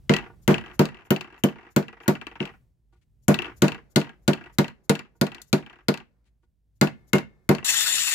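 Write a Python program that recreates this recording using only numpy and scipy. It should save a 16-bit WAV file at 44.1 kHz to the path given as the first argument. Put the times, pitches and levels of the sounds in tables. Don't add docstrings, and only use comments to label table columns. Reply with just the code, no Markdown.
import sys
import numpy as np
from scipy import signal
from scipy.fft import rfft, irfft, next_fast_len
from scipy.io import wavfile
from scipy.ndimage import uniform_filter1d, minimum_filter1d

SR = 44100
rng = np.random.default_rng(int(sys.argv[2]) if len(sys.argv) > 2 else 0)


def log_audio(samples):
    frames = np.atleast_2d(samples).T
    limited = np.clip(frames, -1, 1)
    pcm = np.round(limited * 32767).astype(np.int16)
    wavfile.write(sys.argv[1], SR, pcm)


def level_to_linear(level):
    exponent = np.asarray(level, float) / 20
    return 10 ** exponent


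N = 358974

# start in seconds, strength in dB, then snap, fizz and spark in dB above the strength.
BLOWS = [(0.0943, -10, -12.5, -20, -26.5), (0.477, -5, -15, -11, -13.5), (0.792, -10.5, -12.5, -14.5, -12),
         (1.1047, -15, -15.5, -13.5, -6), (1.4363, -16, -25, -12, -9), (1.762, -15, -13, -10, -9.5),
         (2.0787, -14, -8.5, -7.5, -8.5), (2.4032, -25, -48, -40, -37), (3.281, -7.5, -24.5, -7, -9.5),
         (3.6199, -8.5, -7.5, -7.5, -14), (3.959, -13.5, 0, -4, -11.5), (4.2779, -13.5, -6.5, -8, -13.5),
         (4.584, -13.5, -4.5, -9, -12.5), (4.8941, -15, -3.5, -6.5, -10), (5.2119, -16, -5.5, -9, -11.5),
         (5.5281, -15.5, -3.5, -7, -11.5), (5.883, -17.5, -0.5, -9, -12), (6.8118, -11, -5, -7.5, -10.5),
         (7.1312, -11.5, -8, -7, -9.5), (7.4903, -10, -12.5, -15.5, -12)]
# air pushed ahead of the head in dB, note of the ring in dB, its pitch in Hz.
STROKES = [(-92.5, -11, 2090), (-72, -11, 730), (-68.5, -23, 4900), (-74, -18.5, 2970), (-74, -16.5, 3030),
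           (-72.5, -17, 1100), (-73, -20.5, 1900), (-97, -29.5, 2230), (-79, -25.5, 1800), (-67, -14, 610),
           (-73.5, -16.5, 2090), (-84, -21.5, 3000), (-72, -21.5, 2100), (-78.5, -23, 2086),
           (-82.5, -26.5, 1900), (-71.5, -20, 2400), (-94, -22, 2120), (-86.5, -14.5, 2080),
           (-71.5, -9, 2140), (-95, -16, 2105)]
# bench near 350 Hz, bench at 460 Hz,
# upper pin modes, face at 1450 Hz, face at 2900 Hz.
BLOW_COLOURS = [(-1.5, 6, 1, -5, 6), (0.5, 3, 2, -1.5, 6), (-1, 3, 1.5, -2, -1.5), (0.5, 0, 0.5, -3.5, 0.5),
                (0.5, 2, -1, -4, 5), (-0.5, 0, 0.5, -1.5, -5.5), (2.5, -10.5, -1, 0, -1.5),
                (1.5, 1, -11, -6, 10.5), (0.5, -0.5, -2, -2, -1.5), (0, 0, 1, 1.5, 4),
                (-0.5, 1.5, 0, 3.5, 4.5), (-0.5, 0.5, -1, 0.5, 2), (-2, -2, 1, 1.5, -2),
                (-2.5, 9.5, 4.5, 3, -4.5), (-1, 2.5, -2.5, 1, -8), (1.5, -2, 0.5, -4.5, -9),
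                (1, 3, 3, 1.5, -4), (1, -3, 3.5, 5.5, -5), (0.5, 2, 5.5, 2, 8), (1.5, 2, -1, -1, -7)]
SPARK_LEANS = [5, 3.5, 4, 7, 3.5, 6, 2.5, 0, -3, 1, -0.5, -0.5, -0.5, -4, -3, -3, -1.5, 0.5, -2.5, -1.5]
# start in seconds, level in dB, pitch in Hz.
EXTRA_NOTES = [(0.0936, -20, 3100), (.477, -11.5, 2090), (0.479, -21, 3280), (0.7927, -18.5, 950),
               (1.1046, -24, 1050), (2.4022, -22.5, 2900), (3.282, -20, 1479), (3.6185, -17.5, 1450),
               (3.958, -19.5, 2900), (6.8122, -16, 1450), (7.1328, -11.5, 1450), (7.132, -12.5, 2750)]

# pitch in Hz, level in dB, time to fall 60 dB in seconds, left over right in dB.
BENCH_MODES = [(33.57, 13, 0.045, 1.5), (69.43, -18, 0.15, 0.5), (150.6, 0, 0.15, -3), (199.3, 1, 0.16, -2),
               (216, -3, 0.076, -6), (225.8, -6, 0.2, -3.5), (245.9, -10.5, 0.23, -0.5),
               (292.7, -2, 0.11, 2), (330.4, -5.5, 0.14, 3), (373.7, -3, 0.14, 5), (457.3, -5, .12, 4),
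               (588, -13, 0.18, -2.5), (665.2, -12, 0.18, 1.5), (775, -22.5, 0.13, 1.5),
               (769, -21.5, 0.21, 3.5), (930.2, -15, .15, 10), (1130, -19.5, 0.096, -1),
               (1265, -26, 0.039, 1)]
# pitch in Hz, level in dB, time to fall 60 dB in seconds.
FACE_MODES = [(1450, -5, 0.089), (2198, -5.5, 0.011), (2920, -1.5, 0.0054)]
# pitch in Hz, level in dB, time to fall 60 dB in seconds.
STEEL_MODES = [(1740, -50, .9), (1775, -52, .9), (2150, -52, .9), (2168, -55, .8), (3580, -52, .5)]
# pitch in Hz, level in dB, time to fall 60 dB in seconds.
TOOL_MODES = [(2420, -10, 0.016), (2677, -9.5, 0.038), (2900, -2.5, .01), (3130, -7.5, 0.0073),
              (3900, -14, 0.0026)]
# pitch in Hz, level in dB, time to fall 60 dB in seconds.
PIN_MODES = [(325, 3.5, 0.038), (355, -4.5, 0.1), (463, -6, 0.094), (689, -5, 0.048), (775, -6.5, .07),
             (928, -1.5, 0.063), (1160, -1.5, 0.041), (1450, -3.5, 0.068), (1630, -1.5, .06),
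             (1940, -5.5, 0.12), (2350, -10.5, 0.067)]

# frequency in Hz, level in dB per Hz.
KNOCK_NOISE = [(55, -42), (88, -24), (150, -10.5), (361, -1), (1310, -16.5), (1450, -16), (1720, -18),
               (2550, -24), (2810, -32), (4240, -30), (6390, -34), (11900, -51.5), (16000, -50.5)]
# frequency in Hz, level in dB per Hz.
PIN_NOISE = [(300, -25.5), (600, -3), (900, -0.5), (1450, -2), (2100, -6), (2800, -4.5), (4000, -22),
             (8000, -50)]
# frequency in Hz, level in dB per Hz.
SNAP_BAND = [(2500, -39), (3300, -3), (4400, 2), (5500, -9.5), (7000, -40)]
# frequency in Hz, level in dB per Hz.
FIZZ_BAND = [(4500, -35), (6000, -1.5), (7300, -1), (9500, -14), (11500, -24)]
# frequency in Hz, level in dB per Hz.
SPARK_BAND = [(7500, -34.5), (9800, -3), (13500, -0.5), (15500, -15), (16500, -30.5)]
# frequency in Hz, level in dB per Hz.
PATTER_NOISE = [(80, -34), (150, -11.5), (370, 3), (550, -13.5), (750, -0.5), (1200, -1.5), (1500, -1.5),
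                (2000, -2), (2700, -8.5), (3300, -17), (4200, -27), (5500, -27), (9000, -45),
                (16500, -50.5)]
# frequency in Hz, level in dB per Hz.
SWISH_NOISE = [(1760, -45), (3000, -19.5), (6710, -5.5), (7200, -1.5), (8280, -22.5), (9730, -6.5),
               (10700, -13), (13800, -5), (16000, -37.5)]
# frequency in Hz, level in dB per Hz.
BRUSH_NOISE = [(300, -30), (900, -8), (2200, 3), (4500, -3), (5500, -8), (7000, -6), (10500, -13),
               (13000, -25)]

# first landing in seconds, peak in dB, fizz in dB above the peak.
LANDINGS = [(0.1374, -10, -18.5), (0.5426, -14, -23.5), (.854, -26, -10.5), (1.1623, -23.5, -18),
            (1.4871, -31.5, -25), (1.8264, -36.5, -16.5), (2.1525, -26.5, -25.5), (2.4272, -25.5, -30),
            (3.3426, -18, -12), (3.681, -18, -15), (4.0145, -24.5, -20), (4.3329, -19.5, -16),
            (4.6438, -25, -22.5), (4.9526, -24, -14.5), (5.2669, -27, -13.5), (5.58, -38, -16),
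            (5.94, -23.5, -15), (6.8725, -25.5, -17), (7.1825, -25, -11.5), (7.5492, -23, -14.5)]
# start in seconds, peak in dB, fizz in dB above the peak.
REBOUNDS = [(0.1643, -16, -18.5), (0.5811, -23, -24), (0.611, -35, -23), (0.8874, -36, -19),
            (1.2091, -24.5, -15.5), (1.8818, -33, -23.5), (1.928, -41.5, -26), (2.214, -29, -24.5),
            (2.2678, -26, -22), (2.4038, -24, -43), (2.4539, -28, -18), (3.3889, -14.5, -26.5),
            (3.4202, -23, -20.5), (3.445, -23.5, -36), (3.719, -24, -22), (3.7457, -29.5, -23),
            (4.0015, -42, 2), (4.6802, -33, -14), (4.992, -26, -19), (5.318, -32, -24),
            (5.3465, -33.5, -12.5), (5.9739, -34.5, -11.5), (7.5833, -26, -27), (7.6274, -34.5, -34)]
SQUARENESS = [2, 3.5, 3, 3, 2.5, 1, 1, 0.5, 4, 2.5, 1, 1, 1.5, 1.5, 2, 0, 1, 2.5, 5, 1, 2, 1, 0.5, 1, 0.5,
              1, 2, 1.5, 0.5, -6, 0, 2.5, 3, 2, 1, 0, 1, 1.5, 0.5, 1, 1, 1, 1.5, 0]
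# start in seconds, peak in dB, extra wood
# answer in dB.
ROCKING_STEPS = [(.186, -26, 5), (.226, -48, 5), (0.24, -47, 7), (0.26, -52, 9), (.301, -66, -5),
                 (.639, -42, 6), (.661, -35, 2.5), (0.68, -45, 4.5), (.698, -46, 5.5), (.714, -44.5, 2.5),
                 (.733, -50, 1), (.921, -49, 3), (0.945, -39, 0.5), (0.97, -42.5, -3), (.988, -48.5, 4),
                 (1.008, -47, -2.5), (1.021, -52, 0), (1.051, -55, 1), (1.244, -37.5, 2), (1.274, -45.5, 3),
                 (1.302, -45.5, -1), (1.325, -44, 1), (1.343, -47.5, 2), (1.363, -49, 1),
                 (1.378, -47.5, -2), (1.524, -46, 2), (1.558, -45.5, 3.5), (1.584, -45.5, 5),
                 (1.61, -49, 1.5), (1.629, -48.5, 2), (1.649, -53, 3), (1.666, -50.5, 4.5),
                 (1.688, -56.5, 3.5), (1.967, -60, 9), (2.003, -41.5, 4), (2.034, -43, 0), (2.059, -43, 9),
                 (2.314, -45, 5), (2.355, -40.5, 6), (2.395, -46, 10), (2.474, -35, 2), (2.492, -42.5, 3.5),
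                 (2.537, -57.5, 4), (3.456, -30, -2), (3.465, -33, 3.5), (3.48, -43, 7.5), (3.495, -51, 10),
                 (3.514, -52, 5.5), (3.779, -46.5, 5), (4.043, -35, 1), (4.069, -42, 4), (4.093, -36, -1),
                 (4.132, -59, 0), (4.375, -42, 5), (4.41, -42, 5), (4.439, -37.5, 0), (4.46, -43, 5),
                 (4.496, -54, 2.5),
                 (4.701, -45, -1), (5.05, -53, 0.011), (5.072, -74, 0.5), (5.382, -40.5, -2.5),
              (5.626, -44, 1), (5.663, -36, -0.5), (5.698, -39, 0.0059), (5.729, -42, 0), (5.757, -51, 0.5),
              (5.787, -51.5, -0.5), (5.807, -59, 0), (6.002, -40.5, 1), (1.068, -57.5, 1.5),
              (1.082, -60.5, 1), (5.366, -48, 1), (5.398, -50, 0.5)]
# start in seconds, peak in dB.
THUDS = [(0.2, -37), (0.225, -33.5), (.265, -38.5), (0.298, -38), (0.333, -52.5), (2.619, -71),
         (2.926, -53), (2.951, -61.5), (5.15, -57), (6.099, -82.5), (6.254, -73.5), (6.431, -60.5)]
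# start in seconds, length in seconds, level in dB.
BRUSHES = [
    (2.921, 0.04, -73),
    (2.954, 0.049, -78.5),
    (3.01, 0.035, -72.5),
    (6.241, .008, -80),
    (6.249, 0.054, -70.5),
    (6.422, .04, -79),
]
# start in seconds, then snap, fizz and spark in dB.
FLICKS = [
    (5.4171, -45, -40.5, -46.5),
]

# time in seconds, hiss level in dB.
FLAME_LEVEL = [
    (7.645, -29),
    (7.649, -25),
    (8.113, -26.5),
    (8.14, -25.5),
]
# frequency in Hz, level in dB per Hz.
JET_NOISE = [(59, -55), (100, -16), (427, -22.5), (1420, -5.5), (1860, -2.5), (2300, -9), (2900, -3),
             (5120, -8.5), (7320, -6.5), (12000, -18.5), (15000, -20), (15400, -25)]
# frequency in Hz, left over right in dB.
JET_LEAN = [(60, 3), (110, -7), (200, 7), (380, 4), (700, 3.5), (1290, 2), (2380, 2), (4400, 4.5),
            (8120, 16.5), (15000, 16.5)]
# centre in Hz, width in Hz, level in dB.
JET_LEFT = [(1885, 200, 1), (2632, 300, 10), (3600, 320, 10.5), (4330, 383, 7), (5665, 190, 0),
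            (5700, 500, 0.5), (7200, 150, 10.5), (7150, 450, 6), (8000, 270, 0), (9600, 297, 5),
            (11040, 570, 5), (13100, 500, 8), (13950, 400, 9.5)]
# centre in Hz, width in Hz, level in dB.
JET_RIGHT = [(1940, 294, 6.6), (2900, 300, 5.9), (3850, 500, 8), (4550, 320, 8), (5300, 500, 6),
             (6350, 250, 9), (7300, 400, 5), (7800, 200, 5), (8600, 400, 2), (9850, 210, 4),
             (11500, 2000, 4), (13300, 700, 4)]
# frequency in Hz, time to fall 60 dB in seconds.
SHOP_DECAY = [(100, 0.4), (500, 0.083), (2000, 0.25), (6000, .16), (15000, 0.13)]
# time in seconds, level in dB.
RUMBLE_LEVEL = [(0, -51.5), (.75, -54), (.93, -65), (1.9, -62.5), (2.11, -64), (2.54, -52.5), (2.75, -67),
                (3.33, -62), (3.58, -52), (3.9, -64), (4.489, -57.5), (4.94, -70), (5.3, -62.5),
                (6.62, -69), (7.0, -59.5), (7.3, -65), (7.68, -58.5), (8.14, -71)]
# frequency in Hz, level in dB per Hz.
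ROOM_NOISE = [(12, -60), (20, -31), (26, -21), (30, -19), (39, -14.5), (47, -10), (53, -2), (60, -9.5),
              (68, -11.5), (81, -16.5), (127, -13.5), (270, -32), (367, -37), (1220, -54), (16000, -60)]

STEEL_FREED_S = 6.5
BLOW_DELAY_S = 0.00074
SUB_GROWS = 0.51
BENCH_LOW_HZ = 111
THUD_DB, THUD_GROWS = -36.5, 0.59
ROCK_FIZZ_DB = -25.5
HUSH_DB, HUSH_S = -6.5, 0.014
SWISH_LEAD_S = 0.066


def mallet():
    out, t = np.zeros((2, N + SR)), np.arange(SR // 2) / SR
    bench_hz, _, _, bench_lean_db = np.transpose(BENCH_MODES)
    phase = rng.uniform(0, 2 * np.pi, (len(BENCH_MODES), 1))
    skew = rng.standard_normal((len(BENCH_MODES), 1)) * bench_hz[:, None] / 500
    port_phase = phase + np.reshape([-0.5, 0.5], (2, 1, 1)) * skew
    lean = level_to_linear(bench_lean_db / 2)
    spread = 1 - np.exp(-(t / 0.0041) ** 2)
    for blow, colour, top_db in zip(BLOWS, BLOW_COLOURS, SPARK_LEANS):
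        s, db, snap_db, fizz_db, spark_db = blow
        low_db, mid_db, pin_db, ring_db, clack_db = colour

        hold = 0.053 * level_to_linear(0.19 * (db + 12.5))
        surge = spread * (1 + 1.436 * np.exp(-((t - 0.016) / hold) ** 2))
        modes = surge * ring(BENCH_MODES, t, 0.43, 0.00085, port_phase)
        modes *= np.where(bench_hz < 100, level_to_linear(SUB_GROWS * (db + 13.5)), 1)[:, None]
        modes[:, 7:10] *= level_to_linear(low_db)
        modes[:, 10] *= level_to_linear(mid_db)
        boom = level_to_linear(-6.5) * np.array([lean @ modes[0], modes[1].T @ (1 / lean)])

        face = level_to_linear([[ring_db], [0], [clack_db]]) * ring(FACE_MODES, t, 1, 0.000071)
        steel = level_to_linear(-12 * (s < STEEL_FREED_S)) * ring(STEEL_MODES, t, 2, 0.003).sum(0)
        crack = ports(face.sum(0) + steel, 9.8, 0.00035)

        knock = puff(t, KNOCK_NOISE, 0.16, 0.004) + level_to_linear(-41) * puff(t, KNOCK_NOISE, 1.0, 0.001)
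        pin = level_to_linear(pin_db - 7.5) * puff(t, PIN_NOISE, 0.083, 0.0018, split_hz=150)
        clatter = level_to_linear(-3.0) * spread * knock + pin

        spark_band = [(hz, level + top_db * np.sign(hz - 12000)) for hz, level in SPARK_BAND]
        snap = level_to_linear(snap_db) * bright(t, SNAP_BAND, 0.048, -26) * level_to_linear([[1.5], [-2.5]])
        fizz = level_to_linear(fizz_db) * bright(t, FIZZ_BAND, 0.035, -26.5) * level_to_linear([[3], [-5]])
        spark = level_to_linear(spark_db) * bright(t, spark_band, 0.022, -13.5) * level_to_linear([[4], [-8]])
        add(out, s + BLOW_DELAY_S, level_to_linear(db) * (boom + level_to_linear(-3.5) * crack + clatter + snap + fizz + spark))
    return out[:, :N]


def bright(t, spectrum, t60, tail_db):
    spike = level_to_linear(2.0) * puff(t, spectrum, 0.018, 0.00015)
    spit = level_to_linear(-2.5) * puff(t, spectrum, t60, 0.0013)
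    return spike + spit + level_to_linear(tail_db) * puff(t, spectrum, 0.1, 0.002)


def notes():
    out, t = np.zeros((2, N + SR)), np.arange(SR // 10) / SR
    first_notes = [(blow[0], db, hz) for blow, (_, db, hz) in zip(BLOWS, STROKES)]
    for s, db, hz in first_notes + EXTRA_NOTES:
        t60 = 0.045 * level_to_linear(0.18 * (db + 16))
        note = ring([(hz, db - 1.0, t60)], t, 0, 0.00014)[0]
        add(out, s + BLOW_DELAY_S, ports(note, 3.1, 0.00048))
    return out[:, :N]


def tools():
    out, t = np.zeros((2, N + SR)), np.arange(SR // 5) / SR
    for s, db, fizz_db, wood_db in contacts():
        thud_db = THUD_DB + THUD_GROWS * (db + 30.5) - db + wood_db
        tick = ports(ring(TOOL_MODES, t, 1.5, 0.00043, any_phase(TOOL_MODES)).sum(0), 16.0, 0.00047)

        fizz = puff(t, FIZZ_BAND, 0.022, 0.00037)
        fizz += level_to_linear(-9.0) * puff(t, SPARK_BAND, 0.025, 0.0004)
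        fizz += level_to_linear(4.5) * puff(t, SNAP_BAND, 0.033, 0.00069)
        fizz *= level_to_linear(fizz_db) * level_to_linear([[3], [-6]])

        patter = level_to_linear(-1.5) * puff(t, PATTER_NOISE, 0.091, 0.0039)
        pin = level_to_linear(-9.5) * ring(PIN_MODES, t, 4.6, 0.0025, any_phase(PIN_MODES)).sum(0)
        thud = level_to_linear(thud_db) * (patter + pin)
        buzz = level_to_linear(thud_db - 17.5) * puff(t, PATTER_NOISE, 0.11, 0.013)
        add(out, s, level_to_linear(db) * (tick + fizz + thud + buzz))
    return out[:, :N]


def contacts():
    hops = [(*row, wood_db) for row, wood_db in zip(LANDINGS + REBOUNDS, SQUARENESS)]
    steps = [(s, db, ROCK_FIZZ_DB, wood_db) for s, db, wood_db in ROCKING_STEPS]
    return hops + steps


def hush():
    ahead = np.transpose(BLOWS)[0][:, None] - np.arange(N) / SR
    dip = np.clip(2 - ahead / HUSH_S, 0, 1) * (ahead > 0)
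    return level_to_linear(HUSH_DB * dip.max(0))


def thuds():
    out, t = np.zeros((2, N + SR)), np.arange(SR // 5) / SR
    lower_modes = PIN_MODES[:8]
    for s, db in THUDS:
        wood = ring(lower_modes, t, 2.5, 0.0075, any_phase(lower_modes)).sum(0)
        add(out, s, level_to_linear(db - 2.5) * (wood + level_to_linear(-3.0) * puff(t, PATTER_NOISE, 0.05, 0.0123)))
    return out[:, :N]


def brushes():
    out, t = np.zeros((2, N + SR)), np.arange(SR // 5) / SR
    for s, length, db in BRUSHES:
        swell = np.sin(np.pi * np.minimum(t / length, 1))
        add(out, s, level_to_linear(db) * swell * puff(t, BRUSH_NOISE, 0.3, 0.001) * level_to_linear([[3], [-3]]))
    for s, *levels in FLICKS:
        bands = zip(levels, (SNAP_BAND, FIZZ_BAND, SPARK_BAND))
        flick = sum(level_to_linear(db) * bright(t, band, 0.0394, -15) for db, band in bands)
        add(out, s, flick * level_to_linear([[3], [-6]]))
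    return out[:, :N]


def swish():
    out, t = np.zeros((2, N + SR)), np.arange(round(0.05 * SR)) / SR
    swell = np.sin(np.pi * t / t[-1]) ** 2
    for (s, *_), (db, *_) in zip(BLOWS, STROKES):
        hiss = level_to_linear(db + 8.5) * swell * puff(t, SWISH_NOISE, 0.98, 0.001)
        add(out, s - SWISH_LEAD_S, hiss * level_to_linear([[3], [-6]]))
    return out[:, :N]


def torch():
    delays = rng.uniform(0.0024, 0.023, (2, 12, 1))
    sizes = 0.15 * rng.standard_normal((2, 12, 1))

    def peaks(hz, table):
        return 1 + sum(level_to_linear(db) / (1 + ((hz - centre) / width * 2) ** 2) for centre, width, db in table)

    def response(hz):
        both_peaks = np.array([peaks(hz, JET_LEFT), peaks(hz, JET_RIGHT)])
        colour = level_to_linear(along(JET_NOISE, hz)) * both_peaks * (hz < 15700)
        combs = 1 + (sizes * np.exp(-2j * np.pi * hz * delays)).sum(1)
        lean = level_to_linear(along(JET_LEAN, hz) * np.array([[0.5], [-0.5]]))
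        lag = np.exp(-2j * np.pi * hz * np.array([[0], [0.000115]]))
        return colour * combs * lean * lag

    start = round(FLAME_LEVEL[0][0] * SR)
    direct, *diffuse = rng.standard_normal((3, N - start))
    pair = coloured(patchy(direct, depth_db=3.0) + 0.6 * np.array(diffuse), response)
    flutter_db = 1.2 * unit(uniform_filter1d(rng.standard_normal(N - start), size=900))
    level = level_to_linear(np.interp(np.arange(start, N) / SR, *np.transpose(FLAME_LEVEL)) + flutter_db)
    return np.pad(level * pair / np.std(pair.mean(0)), ((0, 0), (start, 0)))


def patchy(x, depth_db):
    z = signal.stft(x, nperseg=512)[2]
    field = uniform_filter1d(rng.standard_normal(z.shape), size=5, axis=0)
    field = uniform_filter1d(field, size=5, axis=1)
    return signal.istft(z * level_to_linear(depth_db * unit(field)), nperseg=512)[1][:len(x)]


def shop(x):
    hz, t, z = signal.stft(rng.standard_normal((2, SR // 2)), SR, nperseg=256)
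    fade = level_to_linear(-60 * t / along(SHOP_DECAY, hz)[:, None])
    tail = signal.istft(z * fade, SR, nperseg=256)[1]
    late = np.pad(x, ((0, 0), (200, 0)))
    return signal.fftconvolve(late, tail / np.linalg.norm(tail[0]), axes=1)[:, :N]


def room_tone():
    a, b = coloured(rng.standard_normal((2, N)), lambda hz: level_to_linear(along(ROOM_NOISE, hz)))
    level = level_to_linear(np.interp(np.arange(N) / SR, *np.transpose(RUMBLE_LEVEL)))
    return level * unit(np.array([a + 0.2 * b, a - 0.6 * b]))


def ring(modes, t, scatter_db, attack, phase=0):
    hz, db, t60 = np.transpose(modes)[:3, :, None]
    size = level_to_linear(db + scatter_db * rng.standard_normal(db.shape) - 60 * t / t60)
    return size * np.sin(2 * np.pi * hz * t + phase) * (1 - np.exp(-t / attack))


def any_phase(modes):
    return rng.uniform(0, 2 * np.pi, (len(modes), 1))


def puff(t, spectrum, t60, attack, split_hz=400):
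    n = min(len(t), 2 ** int(np.log2(1.4 * t60 * SR + 1024) + 1))
    hz = np.fft.rfftfreq(n, 1 / SR)
    apart = np.arctan(hz / split_hz) / 2
    shape = level_to_linear(along(spectrum, hz)) * np.array([np.cos(apart), np.sin(apart)])
    mid, side = irfft(rfft(rng.standard_normal((2, n))) * shape, n)
    fade = level_to_linear(-60 * t[:n] / t60) * (1 - np.exp(-t[:n] / attack))
    burst = unit(np.array([mid + side, mid - side])) * fade
    return np.pad(burst, ((0, 0), (0, len(t) - n)))


def ports(x, lean_db, lag):
    return np.array([x * level_to_linear(lean_db / 2), np.roll(x, round(lag * SR)) * level_to_linear(-lean_db / 2)])


def add(track, s, sound):
    track[:, round(s * SR):][:, :sound.shape[1]] += sound


def unit(x):
    return x / np.sqrt(np.mean(x ** 2) + 1e-20)


def along(points, hz):
    f, v = np.transpose(points)
    return np.interp(np.log(hz + 1), np.log(f + 1), v)


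def coloured(x, response):
    m = next_fast_len(x.shape[-1] + 4096)
    return irfft(rfft(x, m) * response(np.fft.rfftfreq(m, 1 / SR)), m)[..., :x.shape[-1]]


def scene():
    bench = mallet() + notes() + tools() * hush() + thuds() + brushes() + swish()
    high_pass = signal.butter(N=4, Wn=BENCH_LOW_HZ, btype="high", fs=SR, output="sos")
    bench = signal.sosfilt(high_pass, bench)
    before_torch = np.arange(N) < FLAME_LEVEL[0][0] * SR
    return (bench + level_to_linear(-15.5) * shop(bench)) * before_torch + torch() + room_tone()


def low_pass(x):
    return signal.sosfilt(signal.butter(12, 17050, fs=SR, output="sos"), x)


def record(dry):
    dry = coloured(dry, lambda hz: np.clip((16700 - hz) / 900, 0, 1))
    need = np.minimum(1, 0.64 / (np.abs(dry).max(0) + 1e-9)) ** 0.98
    gain = uniform_filter1d(minimum_filter1d(need, size=441), size=331)
    return low_pass(dry * gain)


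dry = scene()
out = record(dry)
log_audio(out)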